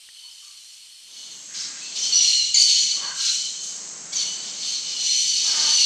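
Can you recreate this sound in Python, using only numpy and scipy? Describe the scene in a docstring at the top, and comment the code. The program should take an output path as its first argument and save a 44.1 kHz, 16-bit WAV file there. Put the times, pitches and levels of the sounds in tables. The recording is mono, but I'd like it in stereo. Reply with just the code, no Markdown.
"""A flock of parakeets screeches in waves in a tropical forest: blurred ringing bands, hoarse noise and chirps.
Single birds whistle as gliding harmonic stacks, macaws croak as rough pulses, cicadas ring from dense clicks.
The first second is heard from a shelter, with a twig snap and the flock far to the right.
It cross-fades to a spot close under the birds, over shaped noise: a murmur, hiss and low rumble.
Trunks and leaves scatter every call into a short, wide tail."""
import sys
import numpy as np
from scipy import signal
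from scipy.fft import rfft, irfft
from scipy.io import wavfile
from scipy.ndimage import uniform_filter1d

SR = 44100
rng = np.random.default_rng(int(sys.argv[2]) if len(sys.argv) > 2 else 0)


def dump_mix(stems):
    """Bounce the given channels to the path in sys.argv[1] as a 16-bit WAV at rate SR."""
    frames = np.atleast_2d(stems).T  # one column per channel
    limited = np.clip(frames, -1, 1)  # hard clip at full scale
    pcm = np.round(limited * 32767).astype(np.int16)
    wavfile.write(sys.argv[1], SR, pcm)


N = 257984
T = np.arange(N) / SR
CONTROL_STEP = 32  # samples between control points
CONTROL_T = T[::CONTROL_STEP]
FALL_DB_PER_S, TREBLE_FALL_DB_PER_S, BREATH_FALL_DB_PER_S = 54.5, 35, 71  # decay after an outburst's hold

# Outbursts of the flock: start_s, rise_s, hold_s, middle_start_hz, middle_end_hz (after the hold), low_start_hz,
# middle_db, low_db and high_db (re middle), screech_db, throat_db and treble_db (re screech)
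OUTBURSTS = [(0.0, 0.0054, 1.14, 4350, 4300, 3034, -47, -8, -8.5, -53, 0, -10),
             (0.129, 0.053, 0.11, 4400, 4350, 3087, -41, -4, -13.5, -58, -8, -1),
             (.25, 0.062, 0.16, 4400, 4380, 2985, -49.5, -12, -8.5, -52.5, -20, -2),
             (.4, .04, 0.0496, 4462, 4363, 2971, -46, -14.5, -9, -55.5, -12, 1),
             (.55, 0.072, 0.13, 4300, 4300, 2916, -45, -11.5, -8, -64, -5, 11.5),
             (1.04, 0.15, 0.13, 4300, 4330, 2986, -41.5, -8.5, -3.5, -52, 6, 1),
             (1.534, 0.021, 0.062, 4400, 4350, 3080, -42, -18, -12.5, -33, -8.5, -8),
             (1.76, .07, .12, 4330, 4330, 3064, -38, -17, -8, -43.5, 3, -2),
             (1.948, 0.015, 0.0801, 4330, 4320, 2999, -30.5, -8, -5, -29.5, -4, -6),
             (2.01, .03, .07, 4349, 4346, 3147, -31, -2, -4, -34, -2, -1),
             (2.108, .04, .1, 4305, 4300, 2877, -25, -4, 0, -32, 1.5, 0.5),
             (2.19, 0.048, .07, 4295, 4240, 2950, -19, -11.5, -11.5, -27, -0.5, -1.5),
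             (2.3, 0.042, .08, 4180, 4166, 2940, -22, -7.5, -9, -34.5, -3, -4),
             (2.538, 0.0096, .03, 4470, 4500, 3150, -25.5, -12.5, -4, -28, -0.5, -3),
             (2.565, .02, 0.063, 4524, 4435, 3098, -15, -18, -15, -31.5, 2.5, 5),
             (2.659, 0.039, 0.086, 4420, 4370, 3074, -19.5, -9.5, -6, -25.5, -0.5, -4),
             (2.8, 0.033, 0.074, 4304, 4314, 2960, -25, -8.5, -4.5, -36, 0, -15),
             (3.13, 0.13, .03, 4400, 4200, 3080, -23.5, -8, -5.5, -25, -3.5, -1.5),
             (3.299, 0.0479, 0.106, 4176, 4270, 3004, -31.5, -3, -4.5, -51.5, 5, -12),
             (3.595, .02, 0.065, 4330, 4314, 3225, -46, -12, 13, -37.5, -8, 3),
             (4.119, 0.014, 0.017, 4400, 4398, 3103, -41.5, -15.5, -10.5, -33.5, -7, 1),
             (4.15, 0.033, 0.039, 4560, 4395, 3144, -26, -7, -1.5, -37, 4, -0.5),
             (4.35, 0.084, .12, 4350, 4330, 3050, -42.5, -3.5, 2, -39, -1.5, -5),
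             (4.54, 0.1464, 0.051, 4330, 4350, 3042, -27, -12.5, -4.5, -31, -1, -4),
             (4.8, .08, 0.087, 4350, 4250, 2988, -33, -3, -5, -32.5, -2.5, -8),
             (4.95, 0.13, 0.22, 4210, 4428, 2900, -20, -11.5, -2.5, -29, 0, 1),
             (5.3, 0.084, 0.25, 4330, 4400, 2966, -28.5, -6, -9, -25.5, -5.5, -10.5),
             (5.42, 0.056, 0.049, 4490, 4490, 2980, -28.5, -9.5, -11.5, -25, -10.5, -6.5),
             (5.55, 0.16, 0.067, 4442, 4450, 3038, -17.5, -12, -2, -25, -2.5, -3),
             (5.75, 0.059, 0.051, 4450, 4283, 2973, -14, -11.5, -9.5, -25, -3, -6)]
(START_S, RISE_S, HOLD_S, MIDDLE_START_HZ, MIDDLE_END_HZ, LOW_START_HZ,
 MIDDLE_DB, LOW_DB, HIGH_DB, SCREECH_DB, THROAT_DB, TREBLE_DB) = np.transpose(OUTBURSTS)


def flock():
    """Ringing voices near shared pitches, with hoarse screeches and chirps filling the gaps."""
    return ringing() + screeching()


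def ringing():
    """Four unsteady voices per band, each a tone and its octave, beat together into a blurred ring."""
    slow_spread, fast_waver = 0.014, 0.02  # rms shares of pitch
    progress = np.clip((CONTROL_T - START_S[:, None]) / (RISE_S + HOLD_S)[:, None], 0, 1)
    glide = (MIDDLE_END_HZ / MIDDLE_START_HZ)[:, None] ** progress
    bands = [(LOW_START_HZ, MIDDLE_DB + LOW_DB, -20),
             (MIDDLE_START_HZ, MIDDLE_DB, -24),
             (2 * LOW_START_HZ, MIDDLE_DB + HIGH_DB, -45)]
    out = np.zeros(N)
    for start_hz, band_db, octave_db in bands:
        power = outburst_power(band_db, FALL_DB_PER_S)
        total_power = power.sum(axis=0)
        # weighting by power lets the loudest outburst of the moment set the pitch
        pitch_hz = control_to_audio((power * start_hz[:, None] * glide).sum(axis=0) / total_power)
        ring = np.zeros(N)
        for _ in range(4):
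            voice_hz = pitch_hz * (1 + slow_spread * walk(7) + fast_waver * walk(300))
            phase = 2 * np.pi * np.cumsum(voice_hz) / SR
            flutter = undb(1.75 * walk(25.05) + 2.54 * walk(120))
            ring += flutter * (np.sin(phase) + undb(octave_db) * np.sin(2 * phase))
        out += level(ring, -3.96) * control_to_audio(np.sqrt(total_power))
    return out


# Noise bands of the screech, in the order main, lower throat, throat, treble: low_hz, high_hz
SCREECH_BANDS = [(4090, 6430), (2137, 3320), (2960, 4760), (5580, 7560)]


def screeching():
    """Rasping noise in four bands, a breathy top and a layer of chirps follow the outbursts."""
    main = outburst_gain(SCREECH_DB, FALL_DB_PER_S)
    throat = outburst_gain(SCREECH_DB + THROAT_DB, FALL_DB_PER_S)
    treble = outburst_gain(SCREECH_DB + TREBLE_DB, TREBLE_FALL_DB_PER_S)
    out = np.zeros(N)
    for (low_hz, high_hz), gain in zip(SCREECH_BANDS, [main, throat * undb(-9.5), throat, treble]):
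        rasp = rng.standard_normal(N) * undb(1.23 * walk(60))
        out += level(band(rasp, low_hz, high_hz, order=3), -2.4) * gain
    # the breathy top shares its noise with the treble band but dies away faster
    breath = level(band(rasp, 8350, 9140, order=4), -17.5)
    breath += level(band(rasp, 8350, 11970, order=4), -26.5)
    out += breath * outburst_gain(SCREECH_DB + TREBLE_DB, BREATH_FALL_DB_PER_S)
    return out + chatter() * main * undb(-8)


def chatter():
    """Four hundred 20 ms chirps at random times, each falling to 0.82 of its first pitch."""
    out = np.zeros(N)
    progress = np.linspace(0, 1, int(0.02 * SR))
    for when, height, size in rng.random((400, 3)):
        hz = (4200 + 3000 * height) * 0.82 ** progress
        i = int(when * (N - len(progress)))
        chirp = np.sin(np.pi * progress) * np.sin(2 * np.pi * np.cumsum(hz) / SR)
        out[i:i + len(progress)] += undb(5 * size) * chirp
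    return level(out, 0)


def outburst_power(db, fall_db_per_s):
    """Power of each outburst over time: linear rise in amplitude, hold, exponential fall."""
    t = CONTROL_T - START_S[:, None]
    after_hold = np.clip(t - RISE_S[:, None] - HOLD_S[:, None], 0, None)
    gain = np.clip(t / RISE_S[:, None], 0, 1) * undb(db[:, None] - fall_db_per_s * after_hold)
    return gain ** 2 + 1e-14


def outburst_gain(db, fall_db_per_s):
    """Overlapping outbursts add in power to one gain curve."""
    return control_to_audio(np.sqrt(outburst_power(db, fall_db_per_s).sum(axis=0)))


def control_to_audio(curve):
    """Draw straight lines between control points."""
    return np.interp(T, CONTROL_T, curve)


# Single calls: start_s, length_s, start_hz, end_hz, level_db (before hoarseness and filter),
# loudest_partial (number), fall_db_per_octave (either side of that partial)
CALLS = [(1.63, 0.029, 4000, 4000, -44, 1, 30), (1.814, 0.057, 2554, 2713, -48, 1, 22),
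         (1.958, 0.0154, 5760, 3530, -36.5, 1, 31.5), (1.986, 0.01, 6830, 5520, -26.5, 1, 30),
         (2.022, 0.016, 6510, 5345, -25, 1, 37), (2.05, 0.017, 6600, 5220, -26.5, 1, 29),
         (2.123, 0.023, 4555, 4206, -23.5, 0.84, 26), (2.135, 0.118, 1467, 1446, -22.5, 4, 46),
         (2.155, 0.012, 5800, 4120, -26, 1, 27), (2.176, 0.026, 4550, 3230, -31, 1, 24.5),
         (2.201, 0.015, 5800, 4100, -33, 1, 29), (2.226, .02, 4760, 3420, -40, 0.9, 25),
         (2.257, .17, 1470, 1433, -37, 3.7, 33), (2.542, 0.021, 2356, 1997, -18, 2.8, 13.5),
         (2.555, 0.013, 6680, 6140, -29, 1, 28), (2.565, .045, 4454, 4665, -17.5, 0.71, -2),
         (2.607, .022, 7600, 5400, -20.5, 1, 30), (2.689, 0.16, 6540, 6760, -31, 1, 30),
         (2.764, 0.0176, 4960, 4263, -28, 0.66, 32), (4.121, 0.021, 1074, 1190, -32, 4.1, 6),
         (4.154, 0.019, 6920, 5710, -24.5, 1, 30), (4.174, 0.01536, 6530, 5230, -33, 1, 30),
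         (4.193, 0.021, 4550, 4470, -31, 1, 30), (4.204, 0.021, 4400, 3243, -35, 1, 30),
         (4.222, 0.018, 2150, 2170, -41, 1.46, 17)]


def calls():
    """Whistles and falling chirps of single birds: gliding harmonic stacks, a little hoarse."""
    out, hoarse = np.zeros(N), walk(500)
    for start_s, length_s, start_hz, end_hz, level_db, loudest, fall_db in CALLS:
        progress = np.linspace(0, 1, int(length_s * SR))
        i, n = int(start_s * SR), len(progress)
        hz = start_hz * (end_hz / start_hz) ** progress * (1 + 0.014 * hoarse[i:i + n])
        partial = np.arange(1, int(10000 / max(start_hz, end_hz)) + 1)[:, None]
        # the throat passes little above 7 kHz
        throat_loss_db = 78 * np.clip(np.log2(partial * hz / 7000), 0, None)
        gain = undb(-fall_db * np.abs(np.log2(partial / loudest)) - throat_loss_db)
        stack = np.sum(gain * np.sin(partial * 2 * np.pi * np.cumsum(hz) / SR), axis=0)
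        edges = np.clip(np.minimum(progress, 1 - progress) * length_s / 0.0021, 0, 1)  # 2.1 ms ramps
        out[i:i + n] += level(stack, level_db) * edges
    out *= undb(2 * walk(200))
    return band(out, 1700, 12000, order=3)  # small throats pass little bass


# Macaw croaks: start_s, length_s, pitch_hz, level_db (before the fade in and out), roughness (0-1),
# throat_hz, throat_width (ratio up and down)
CROAKS = [(0.209, 0.095, 470, -60, 0.44, 940, 1.125), (.42, 0.1, 399.4, -63, 0.63, 1120, 1.13),
          (1.49, 0.35, 398.4, -50, 0.65, 2055, 1.6), (2.951, 0.098, 554.6, -47, 0.65, 1143, 1.02),
          (3.01, 0.12, 538.6, -41.5, 0.48, 1271, 1.46), (3.109, 0.22, 529, -48.5, 0.61, 1475, 1.104),
          (4.119, 0.064, 397.6, -51.5, 0.77, 1506, 1.64), (5.447, 0.13, 410.8, -45, 0.36, 1310, 1.47),
          (5.54, 0.2, 299.9, -41, 0.31, 1238, 1.56)]


def macaws():
    """Jittered glottal pulses and breath noise through a wide throat resonance."""
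    out, jitter, breath = np.zeros(N), walk(120), rng.standard_normal(N)
    for start_s, length_s, pitch_hz, level_db, rough, throat_hz, width in CROAKS:
        i, n = int(start_s * SR), int(length_s * SR)
        cycles = np.cumsum(pitch_hz * (1 + 0.11 * rough * jitter[i:i + n])) / SR
        pulses = level(np.diff(np.floor(cycles), prepend=0), 0)  # one pulse per whole cycle
        source = (1 - rough) * pulses + rough * breath[i:i + n]
        voice = band(source, throat_hz / width, throat_hz * width)
        out[i:i + n] += level(voice, level_db) * np.sin(np.linspace(0, np.pi, n)) ** 0.2
    return out


def twig():
    """A snapping twig: one click rings a short mode."""
    start_s, mode_hz, level_db, t60_s = 0.0887, 1900, -39.5, 0.021
    t = np.clip(T - start_s, 0, None)
    return undb(level_db) * np.exp(-np.log(1000) * t / t60_s) * np.sin(2 * np.pi * mode_hz * t)


# Cicada body modes: mode_hz, width_hz, level_db (before the slow swell)
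CICADA_MODES = [(6490, 240, -41.5), (7570, 150, -45.5)]


def cicadas():
    """Dense clicks ring narrow body modes and swell slowly."""
    out = np.zeros((2, N))
    for mode_hz, width_hz, level_db in CICADA_MODES:
        clicks = rng.standard_normal((2, N)) * (rng.random((2, N)) < 0.05)
        body = band(clicks, mode_hz - width_hz / 2, mode_hz + width_hz / 2)
        out += level(body, level_db) * undb(1.5 * walk(3))
    return out


# Rumble, murmur and hiss under the trees: frequency_hz, relative_db (spectrum shape)
GROVE_SPECTRUM = [(15, -64.5), (25, -35), (32, -71), (155, -9), (346, -15), (733, -18), (941, -19.5),
                  (1070, -17.5), (3460, -17.5), (4330, -11), (6460, -2.5), (7700, -2), (9890, -33),
                  (12900, -73), (21800, -120)]
# Stereo likeness of that floor: frequency_hz, likeness (0 = independent, 1 = same left and right)
GROVE_LIKENESS = [(60, 0.55), (120, 0.089), (250, 0.77), (520, 0.56), (1080, 0.87), (2220, 0.87),
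                  (4580, 0.21), (9440, 0.082)]
# Level swells of the 270-1700 Hz murmur, lower between them: centre_s, half_length_s, rise_db (above rest)
MURMUR_SWELLS = [(1.1, 0.52, 12), (2.05, 0.53, 8.5), (3.03, 0.17, 13), (3.7, 0.57, 4), (4.3, 0.99, 9.5),
                 (5.02, 0.25, 7.5), (5.6, 0.3, 13.5)]
# Low rumble swelling around the flock's loud outbursts: centre_s, half_length_s, rise_db (above rest)
RUMBLE_SWELLS = [(2.6, 0.79, 18.5), (3.25, 0.31, 10), (4.2, 0.31, 7), (4.85, 0.198, 7), (5.3, 0.28, 13)]


def grove():
    """Shaped noise makes the floor under the trees; its murmur and an added low rumble swell and sink."""
    murmur_rest_db, rumble_rest_db = -3.5, -80.5  # murmur re the floor
    floor = level(coloured(GROVE_SPECTRUM, GROVE_LIKENESS), -38) * undb(0.94 * walk(6.16))
    murmur_gain = undb(murmur_rest_db + swells(MURMUR_SWELLS))
    floor = floor + band(floor, 270, 1700, order=1) * (murmur_gain - 1)  # rescale the murmur band only
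    rumble_spectrum = [(15, -35), (35, -11), (80, -6), (140, -18), (400, -81)]  # Hz, relative dB
    rumble = level(coloured(rumble_spectrum, [(20, 0.7), (100, 0.63)]), 0)
    rumble = rumble * undb(rumble_rest_db + swells(RUMBLE_SWELLS) + 2.14 * walk(5.4))
    return floor + rumble + cicadas()


def swells(events):
    """Smooth bumps in dB."""
    return sum(rise_db * np.cos(np.pi / 2 * np.clip((T - centre_s) / half_s, -1, 1)) ** 2
               for centre_s, half_s, rise_db in events)


# Insects and air at the shelter: frequency_hz, relative_db (spectrum shape)
SHELTER_SPECTRUM = [(15, -50), (30, -29), (60, -28.5), (130, -35.5), (500, -34.5), (1000, -29),
                    (1900, -24.5), (3000, -8.5), (3600, -16), (4300, -9), (6000, -27), (8100, -10.5),
                    (8700, -10), (9400, -14.5), (12900, -26), (15500, -75), (21800, -120)]


def shelter():
    """Steady noise shaped like insects and air, widest above the bass."""
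    likeness = [(100, 0.72), (1000, 0.067), (10000, 0.071)]  # Hz, 0-1
    return level(coloured(SHELTER_SPECTRUM, likeness), -47.5)


def scatter(x, t60_s, wet_db, wide_db, wide_hz):
    """Direct sound, a shared noise tail, and a treble-weighted tail of opposite sign left and right."""
    t = np.arange(SR) / SR
    decay = np.exp(-np.log(1000) * t / t60_s) * np.clip(t / 0.0048, 0, 1)
    tails = rng.standard_normal((2, SR)) * decay
    tails /= np.sqrt(np.sum(tails ** 2, axis=1, keepdims=True))
    mid = x + undb(wet_db) * signal.fftconvolve(x, tails[0])[:N]
    side = undb(wide_db) * band(signal.fftconvolve(x, tails[1])[:N], wide_hz, 11200, order=1)
    return np.array([mid + side, mid - side])


def coloured(spectrum, likeness):
    """Stereo noise with a given spectrum and likeness of the channels."""
    log_hz = np.log(np.arange(1, N // 2 + 2) * SR / N)
    spectrum_hz, spectrum_db = np.transpose(spectrum)
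    likeness_hz, likeness_share = np.transpose(likeness)
    gain = undb(np.interp(log_hz, np.log(spectrum_hz), spectrum_db))
    alike = np.clip(np.interp(log_hz, np.log(likeness_hz), likeness_share), 0, 1)
    mid = irfft(rfft(rng.standard_normal(N)) * gain * np.sqrt(1 + alike), N)
    side = irfft(rfft(rng.standard_normal(N)) * gain * np.sqrt(1 - alike), N)
    return np.array([mid + side, mid - side])


def walk(rate_hz):
    """Random levels held 1 / rate_hz seconds and slewed twice; rms 1."""
    k = max(int(SR / rate_hz), 1)
    held = np.repeat(rng.standard_normal(N // k + 1), k)
    return level(uniform_filter1d(uniform_filter1d(held, k), k)[:N], 0)


def band(x, low_hz, high_hz, order=2):
    """Band-pass."""
    return signal.sosfilt(signal.butter(order, [low_hz, high_hz], "band", fs=SR, output="sos"), x)


def level(x, db):
    """Set the rms level."""
    return x * undb(db) / np.sqrt(np.mean(x ** 2))


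def undb(db):
    """dB to gain."""
    return 10 ** (np.asarray(db) / 20)


def scene():
    """Two listening spots, cross-faded: the shelter, then close under the birds."""
    fade_start_s, fade_end_s = 0.93, 1.75
    fade = np.clip((T - fade_start_s) / (fade_end_s - fade_start_s), 0, 1) * np.pi / 2
    birds = scatter(flock(), 0.18, -8.5, 1.37, 6450)
    birds = birds + scatter(calls() + macaws(), 0.5, 0.5, -0.55, 6800)
    far = birds + shelter()
    # from the right: the left port hears it 25 samples later and duller
    left = np.pad(signal.lfilter([0.6], [1, -0.45], far[0]), (25, 0))[:N]
    at_shelter = np.array([left, 1.345 * far[1]]) + twig()
    under_birds = birds + np.sin(fade) * grove()  # the grove enters more gradually than the birds
    return np.cos(fade) * at_shelter + np.sin(fade) * under_birds


def record(dry):
    """The recorder rounds the loudest peaks and cuts the top above 15.6 kHz."""
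    rounded = 2 * np.tanh(dry / 2)
    return signal.sosfilt(signal.ellip(8, 0.2, 70, 15600, fs=SR, output="sos"), rounded)


dry = scene()
out = record(dry)
dump_mix(out)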